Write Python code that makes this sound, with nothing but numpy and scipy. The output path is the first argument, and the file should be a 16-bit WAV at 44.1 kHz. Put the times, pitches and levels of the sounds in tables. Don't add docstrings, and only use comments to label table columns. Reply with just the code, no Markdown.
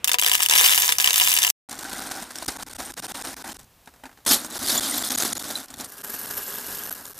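import sys
import numpy as np
from scipy import signal
from scipy.fft import rfft, irfft
from scipy.io import wavfile

SR = 44100
rng = np.random.default_rng(int(sys.argv[2]) if len(sys.argv) > 2 else 0)


def master(y):
    cut = np.clip(np.atleast_2d(y).T, -1, 1)
    pcm = np.round(cut * 32767)
    wavfile.write(sys.argv[1], SR, pcm.astype(np.int16))


def magnitude_from_level(level_db):
    exponent = np.asarray(level_db, float) / 20
    return 10 ** exponent


N = 317079

# time in seconds, peak in dB, brick pitch in Hz,
# brightness in dB.
BRICK_LANDINGS = [(0.0439, -3.5, 6520, 4), (0.0752, -5.5, 6540, 2), (0.0808, -7, 2650, 7),
                  (0.0932, -5.5, 3510, -1), (0.1159, -3, 3560, 0.5), (0.1329, -6, 7800, 13),
                  (0.1428, -2, 2690, -7.5), (0.1479, -17, 2690, 4), (0.1853, -8, 2930, 0),
                  (0.1907, -11.5, 2850, -3), (0.1958, -3.5, 2860, 12), (0.2146, -6, 9190, 17),
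                  (0.2237, -6, 3230, -3.5), (0.2345, -5, 2710, 6), (0.2459, -7, 3250, -1.5),
                  (0.2582, -13.5, 3800, 3), (0.2628, -2, 3570, 0), (0.2683, -13, 3940, -2),
                  (0.2757, -7, 5800, 4), (0.2838, -6.5, 2610, 5.5), (0.2959, -6, 3920, 0.5),
                  (0.3154, -2.5, 2910, -5.5), (0.3204, -10.5, 11110, 6), (0.3313, -10, 2930, 7.5),
                  (0.3355, -3.5, 2860, 7), (0.3465, -6.5, 3960, 2), (0.3518, -3, 2860, 3.5),
                  (0.3622, -16.5, 11390, 2), (0.3764, -13.5, 14000, 8), (0.3804, -15.5, 2930, 1),
                  (0.3927, -17, 2610, 0.5), (0.3999, -13, 3320, -7), (0.4043, -5.5, 2890, -3.5),
                  (0.4202, -6.5, 8660, 8.5), (0.4258, -7, 5700, 3), (0.431, -2.5, 7580, 9.5),
                  (0.4349, -11, 3900, 8), (0.4516, -14, 3500, -0.5), (0.456, -16.5, 7350, 1),
                  (0.4611, -5.5, 2930, 7),
                  (0.4863, -8, 13500, 3), (0.4971, -2.5, 3550, -1), (0.5102, -2, 2830, -1.5),
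                  (0.5245, -4.5, 2880, -6), (0.5362, -2.5, 2930, -1.5), (0.5533, -4.5, 3850, -1.5),
                  (0.5602, -2.5, 2980, -3), (0.5779, -2.5, 5560, 3.5), (0.584, -1, 5700, -1.5),
                  (0.5936, -4.5, 3850, -4.5), (0.6063, -8, 4100, 3), (0.6107, -1.5, 7600, -3),
                  (0.6172, -10, 4100, 3), (0.634, -4.5, 3810, 0), (0.6423, -3.5, 6360, -1.5),
                  (0.6465, -5, 7690, 0), (0.6573, -9.5, 6930, 6), (0.6607, -4, 2970, 2.5),
                  (0.664, -2.5, 2930, -2.5), (0.676, -5, 2930, 2), (0.6865, -6.5, 3530, -2.5),
                  (0.694, -5.5, 3530, 2.5), (0.7015, -10.5, 5620, 3.5), (0.7057, -6.5, 5640, 7.5),
                  (0.7175, -8, 6500, -2), (0.7235, -5, 3090, 1.5), (0.7301, -6.5, 3810, 3),
                  (0.735, -9, 2900, 1), (0.7465, -8, 5400, 3.5), (0.7536, -9, 9320, 5.5),
                  (0.7588, -6, 9520, 9.5), (0.7769, -4, 2910, 1.5), (0.783, -5.5, 9630, 5.5),
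                  (0.8014, -10, 11630, 4.5), (0.821, -5, 6550, 3), (0.8306, -9.5, 5560, -2.5),
                  (0.8357, -8.5, 6960, -2), (0.8447, -9, 6480, -2), (0.8589, -9, 6840, 8.5),
                  (0.879, -7, 6850, 1), (0.8912, -1.5, 5430, -2.5), (0.8975, -10, 3960, -3.5),
                  (0.9178, -15.5, 8600, -5.5), (0.9224, -2.5, 3490, 3),
                  (0.984, -3.5, 5600, 3.5), (0.9998, -4.5, 3900, -2), (1.0058, -5, 6740, 11),
                 (1.0146, -8, 2740, 14), (1.0239, -11, 5100, 1.5), (1.0432, -2.5, 2920, 0),
                 (1.0601, -6, 7710, 2), (1.0742, -3.5, 3130, -0.5), (1.078, -9, 3080, -6),
                 (1.0882, -10, 2800, 6), (1.0969, -9.5, 6610, -3), (1.1066, -4, 3870, -2),
                 (1.1305, -4.5, 3540, 7), (1.1411, -4.5, 2900, 1.5), (1.1587, -3, 2900, 1.5),
                 (1.175, -12, 5700, -2), (1.1795, -2, 8600, 4.5), (1.199, -3.5, 2950, 2.5),
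                 (1.2108, -6, 3010, -1), (1.216, -2.5, 2930, -3.5), (1.2276, -9, 5280, 10),
                 (1.2328, -9.5, 5660, 7), (1.2376, -6.5, 7600, 7), (1.2455, -6, 7190, 20),
                 (1.2634, -9.5, 3550, 14), (1.2691, -10, 2930, 13), (1.2746, -5, 2930, -1),
                 (1.2839, -4.5, 12000, 7), (1.2921, -6, 11300, 9), (1.2984, -11, 6700, 5),
                 (1.303, -8, 4770, 11), (1.3081, -11, 3510, 4), (1.3173, -5.5, 5950, 7.5),
                 (1.3277, -7, 2930, 5), (1.339, -2.5, 13000, 10), (1.352, -6.5, 6580, 11),
                 (1.3654, -6.5, 2820, 6), (1.374, -5.5, 2930, -2), (1.3871, -4, 5720, 3.5),
                 (1.42, -7, 2860, 1), (1.4303, -2.5, 6120, 7.5), (1.4368, -5.5, 3290, 2.5),
                 (1.448, -3.5, 2840, -1), (1.4675, -5, 5550, 8), (1.4767, -10, 2880, -4),
                 (1.4882, -11.5, 6330, 10), (1.4953, -7.5, 13500, 11.5), (1.5007, -4.5, 7860, 9)]
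# time in seconds, level in dB.
FIRST_BOUNCES = [
    (0.2, -59),
    (0.24, -24),
    (0.37, -28),
    (0.44, -17),
    (0.47, -41.5),
]
SECOND_BOUNCES = [
    (0.49, -52),
    (0.51, -14.5),
    (0.6, -12),
    (0.8, -13),
    (0.9, -19),
    (0.965, -25.5),
]
THIRD_BOUNCES = [
    (0.982, -31),
    (1.0, -20),
    (1.12, -21),
    (1.2, -15),
    (1.36, -18.5),
    (1.41, -20),
    (1.51, -20),
]
# pitch in Hz, level in dB, seconds to fall by 60 dB.
HARD_TABLE_NOTES = [(485, -24, 0.25), (739, -13.5, 0.073), (980, -2, 0.06), (1236, -25, 0.11),
                    (1710, -10.5, 0.015), (2930, -1.5, 0.0089), (3540, -15, 0.035)]
# frequency in Hz, level in dB.
DROP_TONE = [(60, -47.5), (350, -28), (800, -9.5), (1900, -3), (3000, -3), (5500, -5), (9000, -4.5),
             (15000, -6)]
# frequency in Hz, width in Hz, boost in dB.
REFLECTION_DIPS = [(1464, 130, -6), (2250, 200, 0.5), (4230, 420, -5.5)]
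# frequency in Hz, lead in radians.
PORT_LEAD = [(0, 0), (430, .6), (1290, 2.8), (2200, 3.5), (3100, 4.1), (4000, 6.8), (6000, 7.2),
             (16400, 6.8)]
# frequency in Hz, left minus right in dB.
PORT_LEVELS = [(60, -2), (180, 18.5), (550, 7), (1650, 9), (4970, 0.5), (15000, -2)]

# time in seconds, clatter level in dB.
FIRST_TIP_FLOW = [(1.688, -41.5), (1.8, -35.5), (1.95, -31.5), (2.2, -33.5), (2.29, -43.5), (2.42, -37),
                  (2.49, -30.5), (2.55, -36), (2.63, -34)]
FIRST_SHAKE_FLOW = [(2.7, -43.5), (2.8, -34), (2.9, -37.5), (2.99, -34), (3.2, -32.5), (3.4, -35.5),
                    (3.5, -35), (3.6, -45), (3.65, -62)]
SLUMP_FLOW = [(4.263, -18), (4.305, -16.5), (4.315, -10.5), (4.345, -14), (4.36, -25), (4.42, -35.5),
              (4.49, -45.5)]
SECOND_POUR_FLOW = [(4.51, -37), (4.63, -28), (4.695, -20.5), (4.82, -25), (5.1, -28.5), (5.23, -24),
                    (5.36, -32.5), (5.6, -36.5), (5.66, -51)]
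HAND_PRESS_FLOW = [(5.67, -81), (5.68, -59), (5.746, -49.5), (5.758, -54), (5.8, -34.5), (5.87, -44.5)]
THIRD_POUR_FLOW = [(5.873, -45), (6.05, -37.5), (6.14, -33.5), (6.31, -31.5), (6.6, -31.5), (6.88, -32.5),
                   (7.0, -38), (7.13, -45), (7.19, -41)]
USUAL_FLOW = [-37, -30, -35]
# frequency in Hz, level in dB per Hz.
BRICK_TONES = [
    [(1060, -52), (1800, -8), (2650, -5.5), (3720, -0.5), (8170, -2), (8940, -2.5), (15300, -9)],
    [(1060, -34), (1800, -10), (2480, -16), (3620, -2), (6590, -3), (11600, -3.5), (15300, -10.5)],
    [(1060, -12.5), (1800, -14), (2480, -14), (3300, -12), (5460, -9.5), (8780, -8.5), (11900, -7.5),
     (15300, -12)],
]
# frequency in Hz, width in Hz, boost in dB.
SHARED_PITCHES = [
    [(3700, 210, 2.5), (5430, 180, 3), (8870, 190, 9)],
    [(3560, 200, 4)],
    [(2780, 250, 4.5), (5300, 330, 2.5), (11920, 530, 11.5), (14600, 270, 6)],
]
# frequency in Hz, level in dB per Hz.
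WOOD_TONES = [
    [(24, -45), (40, -5), (146, -13.5), (259, 3), (394, -5.5), (569, -6.5), (779, 0), (1210, -6.5),
     (1540, -2.5), (2600, -15), (3380, -31), (5720, -120)],
    [(24, -35), (40, -21), (162, -15.5), (255, -1.5), (430, -13), (766, -8.5), (995, -12.5), (1460, -10),
     (2600, -21.5), (3380, -23), (5720, -120)],
    [(24, -46), (40, -20), (283, 0), (331, -8.5), (401, -4.5), (469, -5.5), (912, -4.5), (1620, -4),
     (2600, -24), (3380, -36), (5720, -120)],
]
# frequency in Hz, width in Hz, boost in dB.
WOOD_NOTES = [
    [(773, 60, 3.5), (1500, 140, 3)],
    [(248, 27, 1), (1440, 68, 1)],
    [(408, 18, 10.5), (1670, 180, 6.5)],
]
# level in dB at usual flow, change in dB per dB of flow.
DRUMMING_SHARE = [(-5, -0.02), (-6, -0.397), (-8.5, -0.3)]
FLAT_PIECES = [-14, -4, -16]
# time in seconds, shared pitches in dB, wood notes in dB.
ALIKE_AND_BARE = [(1.7, -4, 3), (2.2, -2, 3), (2.4, -3, -12), (2.95, 2, -12), (3.28, 2, -10),
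                  (3.35, -10, -8), (4.9, 0, 0), (5.9, -3, 1), (6.5, 1, 0), (6.9, 0, 0), (7.19, -5, -3)]
# time in seconds, swell in dB.
SLIPPING_CLUMPS = [(1.713, 9.5), (1.729, 7), (1.792, 5), (1.832, 3.8), (1.932, 6.5), (1.991, 4.7), (2.021, 5),
                   (2.115, 9), (2.224, 6), (2.309, 13.5), (2.36, 6.5), (2.385, 4), (2.426, 9), (2.487, 9),
                   (2.567, 2), (2.602, 4), (2.63, 5), (2.681, 6.9), (2.702, 5.5), (2.732, 4), (2.801, 6),
                   (2.899, 5), (2.979, 6), (2.998, 7), (3.044, 7.5), (3.117, 3.5), (3.15, 4), (3.165, -0.5),
                   (3.215, 3.5), (3.25, 6.5), (3.271, 3), (3.285, 3.5), (3.42, 3), (3.493, 5), (3.559, 1),
                   (3.595, 2.5),
                   (4.448, 5.5), (4.558, 5), (4.7, 3.5), (4.833, 4.5), (4.947, 3.1), (4.966, 4.5), (4.982, 4),
                (5.024, 3), (5.044, 4), (5.117, 5), (5.182, 3.5), (5.202, 1), (5.234, 4), (5.252, 5),
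                (5.33, 4), (5.368, 4.5), (5.414, 2), (5.45, 3), (5.505, 5.5), (5.56, 4), (5.595, 3.5),
                (5.706, 4), (5.742, 4), (5.801, 5), (5.844, 4.5), (5.923, 3.3), (6.045, 8.5), (6.098, 7),
                (6.141, 8.5), (6.162, 3.6), (6.306, 4.5), (6.378, 3), (6.392, 1.5), (6.502, 0),
                (6.579, 3.5), (6.832, 0.5), (6.892, 2.5), (6.911, 4), (7.055, 3), (7.077, 4.6)]
# time in seconds, peak in dB, pitch in Hz.
SINGLE_CLACKS = [(1.6931, -25, 8900), (1.7884, -26, 4070), (1.9298, -27, 3700), (2.3546, -20, 5720),
                 (2.383, -21.5, 5300), (2.478, 3, 8870), (4.264, -17, 3500), (4.831, -20, 11600),
                 (5.1031, -12, 3400), (5.2001, -13, 5800), (5.2213, -7.5, 11300), (5.7384, -23.5, 3520),
                 (5.44, -22, 4200), (6.0435, -24, 12200), (7.0527, -24.5, 6900), (7.187, -29, 9000)]
# time in seconds, peak in dB, pitch in Hz, table share in dB.
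FINGER_TAPS = [(3.857, -37, 9300, -27), (3.873, -31.5, 2420, -1), (3.888, -42, 1500, -5),
               (3.937, -39, 2680, -4), (3.96, -42, 1700, -5), (3.997, -52, 1990, 2),
               (4.249, -26, 13700, -17), (4.445, -19, 8340, -11), (4.036, -30, 2840, 0.5),
               (4.054, -28, 2500, -2), (4.064, -35, 4550, -4), (4.092, -40, 2000, 1),
               (4.113, -40, 2740, -3), (4.127, -43, 3300, -6), (4.186, -44, 1600, -2),
               (4.203, -48, 3500, -5), (4.173, -37, 3100, -3), (5.682, -30, 5430, -16),
               (5.702, -23, 8340, -16)]
# start in seconds, length in milliseconds.
GAIN_DROPS = [(1.783, 2.9), (1.8362, 4.1), (1.907, 2.4), (1.9385, 1.8), (1.9962, 2.8), (2.0939, 2.1),
              (2.4502, 6.7), (2.4655, 16.2), (2.572, 11.5), (2.634, 28.4), (2.688, 6.3), (2.7368, 9.7),
              (2.767, 15), (2.9137, 2.5), (2.923, 12.7), (2.9416, 23.4), (3.0025, 19), (3.0689, 11),
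              (3.1218, 20), (3.224, 12.6), (3.344, 20), (3.425, 14), (3.5312, 9.5), (3.57, 16.5),
              (4.5816, 6.3), (4.666, 1.6), (4.7984, 5.7), (5.028, 4.7), (5.091, 4.1), (5.1602, 12.1),
              (5.1884, 2.2), (5.2378, 2.2), (5.334, 16), (5.3814, 9.5), (5.4268, 6.1), (6.0208, 11),
              (6.2625, 2.1), (6.347, 1.7), (6.8669, 2.4), (6.896, 8.7), (6.941, 2.5), (7.135, 7.3)]

# time in seconds, level in dB.
TABLE_NUDGES = [(1.27, -55), (2.75, -55), (3.6, -54), (4.65, -50), (5.78, -55)]
# frequency in Hz, level in dB per Hz.
FIRST_ROOM = [(20, -5), (60, -0.5), (200, -3), (1500, -10), (2800, -8.5), (4200, -20), (15300, -30)]
# frequency in Hz, level in dB per Hz.
SECOND_ROOM = [(15, -29), (25, -9), (64, -6), (81, -6.5), (296, -18), (661, -15.5), (1440, -20.5),
               (2530, -22.5), (12000, -26), (15300, -22)]

SHOT_END_S, SHOT_START_S = 1.508, 1.688


def rain_of_bricks():
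    drops = BRICK_LANDINGS
    brightness_db = np.array(drops)[:, 3]
    near, tail = bricks(drops, rise_s=.0004, crack_s=.0028, ring_s=.013, ring_db=-9,
                        tail_s=.052, tail_db=-14, bright_db=1.18 * brightness_db - 2)
    (bounce_db,), span = in_time([*FIRST_BOUNCES, *SECOND_BOUNCES, *THIRD_BOUNCES])
    bounce_level = span * magnitude_from_level(bounce_db - 7 + 1.8 * drift(28))
    bounces = grains(1200, spread_db=3.5, t60=.01, crack_db=0, patchy_db=2.1, size=N // 4)
    wash = magnitude_from_level(-7) * bounce_level * rng.standard_normal((2, N))

    weight_db = -.8 * brightness_db
    table = np.zeros(N)
    for hz, db, t60 in HARD_TABLE_NOTES:
        table += magnitude_from_level(db) * ring(strikes(drops, weight_db - 24, spread_db=2.5), hz, t60)
    table = signal.sosfilt(signal.butter(3, 420, "high", fs=SR, output="sos"), table)

    boosts = [(hz, 2.1 / t60, 4) for hz, db, t60 in HARD_TABLE_NOTES] + REFLECTION_DIPS
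    direct = colour(near + bounce_level * bounces, DROP_TONE, boosts)
    diffuse = colour(tail + wash, DROP_TONE, boosts)
    return ports(magnitude_from_level(4.5) * direct + table) + magnitude_from_level(5.5) * diffuse


def bricks(hits, rise_s, crack_s, ring_s, ring_db, tail_s, tail_db, bright_db=0):
    t = np.arange(3000) / SR
    noise = np.zeros((2, 3, N + t.size))
    tones = np.zeros(N + t.size)
    rise = np.minimum(t / rise_s, 1) ** 2
    late = (t - rise_s).clip(0)
    shape = rise * decay(late, crack_s)
    for (s, db, hz, *_), bright in zip(hits, np.broadcast_to(bright_db, len(hits))):
        here = slice(round(s * SR), round(s * SR) + t.size)
        ratios = magnitude_from_level(rng.normal(0, [[.05], [2], [4], [4]]))
        heights = magnitude_from_level(rng.normal([[0], [-6], [-6], [-6]], 2))
        pitches = np.minimum(hz * ratios, 15500)
        notes = (heights * np.sin(2 * np.pi * pitches * t)).sum(0)
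        tones[here] += magnitude_from_level(db + ring_db) * rise * notes * decay(late, ring_s)

        crack, shared, *own = rng.standard_normal((4, t.size))
        crack = rms_one(crack * shape) * np.sqrt(np.mean(shape ** 2))
        tail = magnitude_from_level(tail_db) * rise * (np.array(own) + .55 * shared) * decay(late, tail_s)
        half_db = np.minimum([[[-bright]], [[bright]]], 0)
        noise[..., here] += magnitude_from_level(db + half_db) * [crack, *tail]
    dull, bright = noise
    if np.any(bright_db):
        low_pass = signal.butter(2, 5500, "low", fs=SR, output="sos")
        high_pass = signal.butter(2, 5500, "high", fs=SR, output="sos")
        noise = signal.sosfilt(low_pass, dull + 1e-18) - signal.sosfilt(high_pass, bright + 1e-18)
    else:
        noise = dull
    return (noise[0] + tones)[:N], noise[1:, :N]


def ports(x):
    hz = np.fft.rfftfreq(N, 1 / SR)
    lead = np.interp(hz, *np.transpose(PORT_LEAD))
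    half = np.sqrt(magnitude_from_level(at_hz(PORT_LEVELS, hz))) * np.exp(.5j * lead)
    return irfft(rfft(x) * np.array([half, 1 / half]), N)


def pours():
    out = np.zeros(N)
    lumps_db = 1.1 * drift(70) + surging()
    clatter = grains(3500, spread_db=3.5, t60=.014, crack_db=-1, patchy_db=3.3, size=N)
    clatter += magnitude_from_level(-3.5) * rng.standard_normal(N)
    plates = grains(350, spread_db=4, t60=.035, crack_db=-9, patchy_db=7, size=N)
    crackle = np.gradient(film_snaps())
    drumming = rng.standard_normal(N) * magnitude_from_level(1.2 * drift(25))
    (same_db, bare_db), _ = in_time(ALIKE_AND_BARE)
    flows = [[*FIRST_TIP_FLOW, *FIRST_SHAKE_FLOW],
             [*SLUMP_FLOW, *SECOND_POUR_FLOW, *HAND_PRESS_FLOW],
             THIRD_POUR_FLOW]
    for bag, flow in enumerate(flows):
        (level_db,), span = in_time(flow)
        film_db = -.4 * (level_db + 36)
        rustle = clatter + magnitude_from_level(FLAT_PIECES[bag]) * plates + magnitude_from_level(film_db) * crackle
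        plain = colour(rustle, BRICK_TONES[bag])
        pitched = colour(rustle, BRICK_TONES[bag], SHARED_PITCHES[bag])
        top = rms_one(plain + magnitude_from_level(same_db + 2.5 * drift(25)) * (pitched - plain))

        dull = colour(drumming, WOOD_TONES[bag])
        ringing = colour(drumming, WOOD_TONES[bag], WOOD_NOTES[bag])
        low = rms_one(dull + magnitude_from_level(bare_db) * (ringing - dull))
        share_db, slope = DRUMMING_SHARE[bag]
        wood_db = share_db + slope * (level_db - USUAL_FLOW[bag])
        out += span * magnitude_from_level(level_db + lumps_db - 1) * (top + magnitude_from_level(wood_db) * low)
    return out + clacks() + taps()


def grains(per_s, spread_db, t60, crack_db, patchy_db, size):
    heights = magnitude_from_level(spread_db * np.minimum(rng.exponential(1, size), 3.5))
    clicks = heights * rng.choice([-1, 1], size) * (rng.random(size) < per_s / SR)
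    pitches = np.linspace(2000, 15300, 48)
    dealt = rng.integers(0, 48, size)
    patch = np.arange(size) // 2500
    favour = magnitude_from_level(patchy_db * rng.standard_normal((48, size // 2500 + 1)))[dealt, patch]
    rings = sum(ring(clicks * favour * (dealt == k), hz, t60) for k, hz in enumerate(pitches))
    return np.pad(rms_one(rms_one(rings) + magnitude_from_level(crack_db) * rms_one(clicks)), (0, N - size))


def surging():
    rise_s, fall_s = .0037, .0085
    swell = np.zeros(N + SR)
    t = np.arange(-1000, 2000) / SR
    shape = np.exp(-(t / np.where(t < 0, rise_s, fall_s)) ** 2)
    for s, db in SLIPPING_CLUMPS:
        i = round(s * SR)
        swell[i - 1000:i + 2000] += db * shape
    return swell[:N]


def film_snaps():
    snaps = (rng.random(N) < 350 / SR) * 30 * rng.uniform(-1.02, 1, N) ** 3
    trips_s = np.array(GAIN_DROPS)[:, 0] - .0012
    snaps[(trips_s * SR).astype(int)] = 20.6
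    return snaps


def clacks():
    near, tail = bricks(SINGLE_CLACKS, rise_s=.0025, crack_s=.011, ring_s=.02, ring_db=-8,
                        tail_s=.028, tail_db=-28)
    sound = magnitude_from_level(-2.5) * colour(near + tail[0], BRICK_TONES[0])
    return sound + knocks(SINGLE_CLACKS, share_db=-1.5, t60=.018)


def taps():
    near, tail = bricks(FINGER_TAPS, rise_s=.002, crack_s=.0092, ring_s=.028, ring_db=-6,
                        tail_s=.08, tail_db=-8)
    sound = magnitude_from_level(-7) * colour(near + tail[0], BRICK_TONES[0])
    return sound + knocks(FINGER_TAPS, np.array(FINGER_TAPS)[:, 3] + 8, t60=.056)


def knocks(hits, share_db, t60):
    blows = np.abs(strikes(hits, share_db, spread_db=0)) + 1e-18
    burst = signal.lfilter([1], [1, -magnitude_from_level(-60 / (t60 * SR))], blows)
    return colour(burst * rng.standard_normal(N), WOOD_TONES[0])


def ducking():
    duck_db = -24.5
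    s, ms = np.transpose(GAIN_DROPS)
    end = s + ms / 1000
    corners = np.transpose([s - .0006, s + .0004, end - .002, end + .0035])
    gain_db = np.tile([0, duck_db, duck_db, 0], len(s))
    return magnitude_from_level(np.interp(np.arange(N) / SR, corners.ravel(), gain_db))


def nudges():
    t = np.arange(N) / SR
    swell = sum(magnitude_from_level(db) * np.exp(-((t - s) / .07) ** 2) for s, db in TABLE_NUDGES)
    low_band = signal.butter(2, [25, 130], "band", fs=SR, output="sos")
    return swell * rms_one(signal.sosfilt(low_band, rng.standard_normal(N)))


def first_room():
    noise = rng.standard_normal(N) + .41 * rng.standard_normal((2, N))
    return magnitude_from_level(-51.5) * rms_one(colour(noise, FIRST_ROOM))


def second_room():
    whistle = [(12160, 240, 7.3)]   # Hz, width Hz, boost dB
    air = rms_one(colour(rng.standard_normal(N), SECOND_ROOM, whistle))
    return magnitude_from_level(-56 + np.tanh(drift(1.8))) * air


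def strikes(hits, share_db, spread_db):
    rows = np.array(hits)
    clicks = np.zeros(N)
    heights_db = rows[:, 1] + share_db + rng.normal(0, spread_db, len(rows))
    clicks[np.round(rows[:, 0] * SR).astype(int)] = magnitude_from_level(heights_db)
    return clicks


def ring(clicks, hz, t60):
    r = magnitude_from_level(-60 / (t60 * SR))
    w = 2 * np.pi * min(hz, 18000) / SR
    return signal.lfilter([0, np.sin(w)], [1, -2 * r * np.cos(w), r * r], clicks + 1e-18)


def decay(t, t60):
    return magnitude_from_level(-60 * t / t60)


def drift(rate):
    r = np.exp(-2 * np.pi * rate / SR)
    return rms_one(signal.lfilter([1], [1, -2 * r, r * r], rng.standard_normal(N + SR))[SR:])


def colour(x, spectrum, rings=()):
    hz = np.fft.rfftfreq(4096, 1 / SR)
    db = at_hz(spectrum, hz) + sum(boost / (1 + (2 * (hz - f) / w) ** 2) for f, w, boost in rings)
    cepstrum = irfft(np.log(magnitude_from_level(db)))
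    cepstrum[1:2048] *= 2
    cepstrum[2049:] = 0
    response = irfft(np.exp(rfft(cepstrum)))
    y = signal.fftconvolve(np.atleast_2d(x), response[None], axes=1)
    return y[:, :N].reshape(np.shape(x))


def at_hz(points, hz):
    f, db = np.transpose(points)
    return np.interp(np.log(hz + 1), np.log(f + 1), db)


def in_time(rows):
    s, *columns = np.transpose(rows)
    t = np.arange(N) / SR
    return [np.interp(t, s, c) for c in columns], (t >= s[0]) & (t <= s[-1])


def rms_one(x):
    return x / np.sqrt(np.mean(x ** 2) + 1e-20)


def scene():
    t = np.arange(N) / SR
    after = t - SHOT_END_S
    fade = np.where(after < 0, 1, magnitude_from_level(-27) * decay(after.clip(0), .035))
    first_shot = (rain_of_bricks() + first_room()) * fade

    top_cut = signal.cheby2(12, 50, 15700, fs=SR, output="sos")
    table = signal.sosfilt(top_cut, pours() + second_room()) * (t > SHOT_START_S)
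    bass = signal.sosfilt(signal.butter(2, 150, fs=SR, output="sos"), table)
    return first_shot + nudges() + (table - bass) * ducking() + bass


def band_limit(x):
    return signal.sosfilt(signal.butter(12, 16810, fs=SR, output="sos"), x)


def record(dry):
    top_cut = signal.cheby2(14, 60, 16300, fs=SR, output="sos")
    rounded = 1.265 * np.tanh(dry / 1.291)
    return band_limit(signal.sosfilt(top_cut, rounded))


dry = scene()
out = record(dry)
master(out)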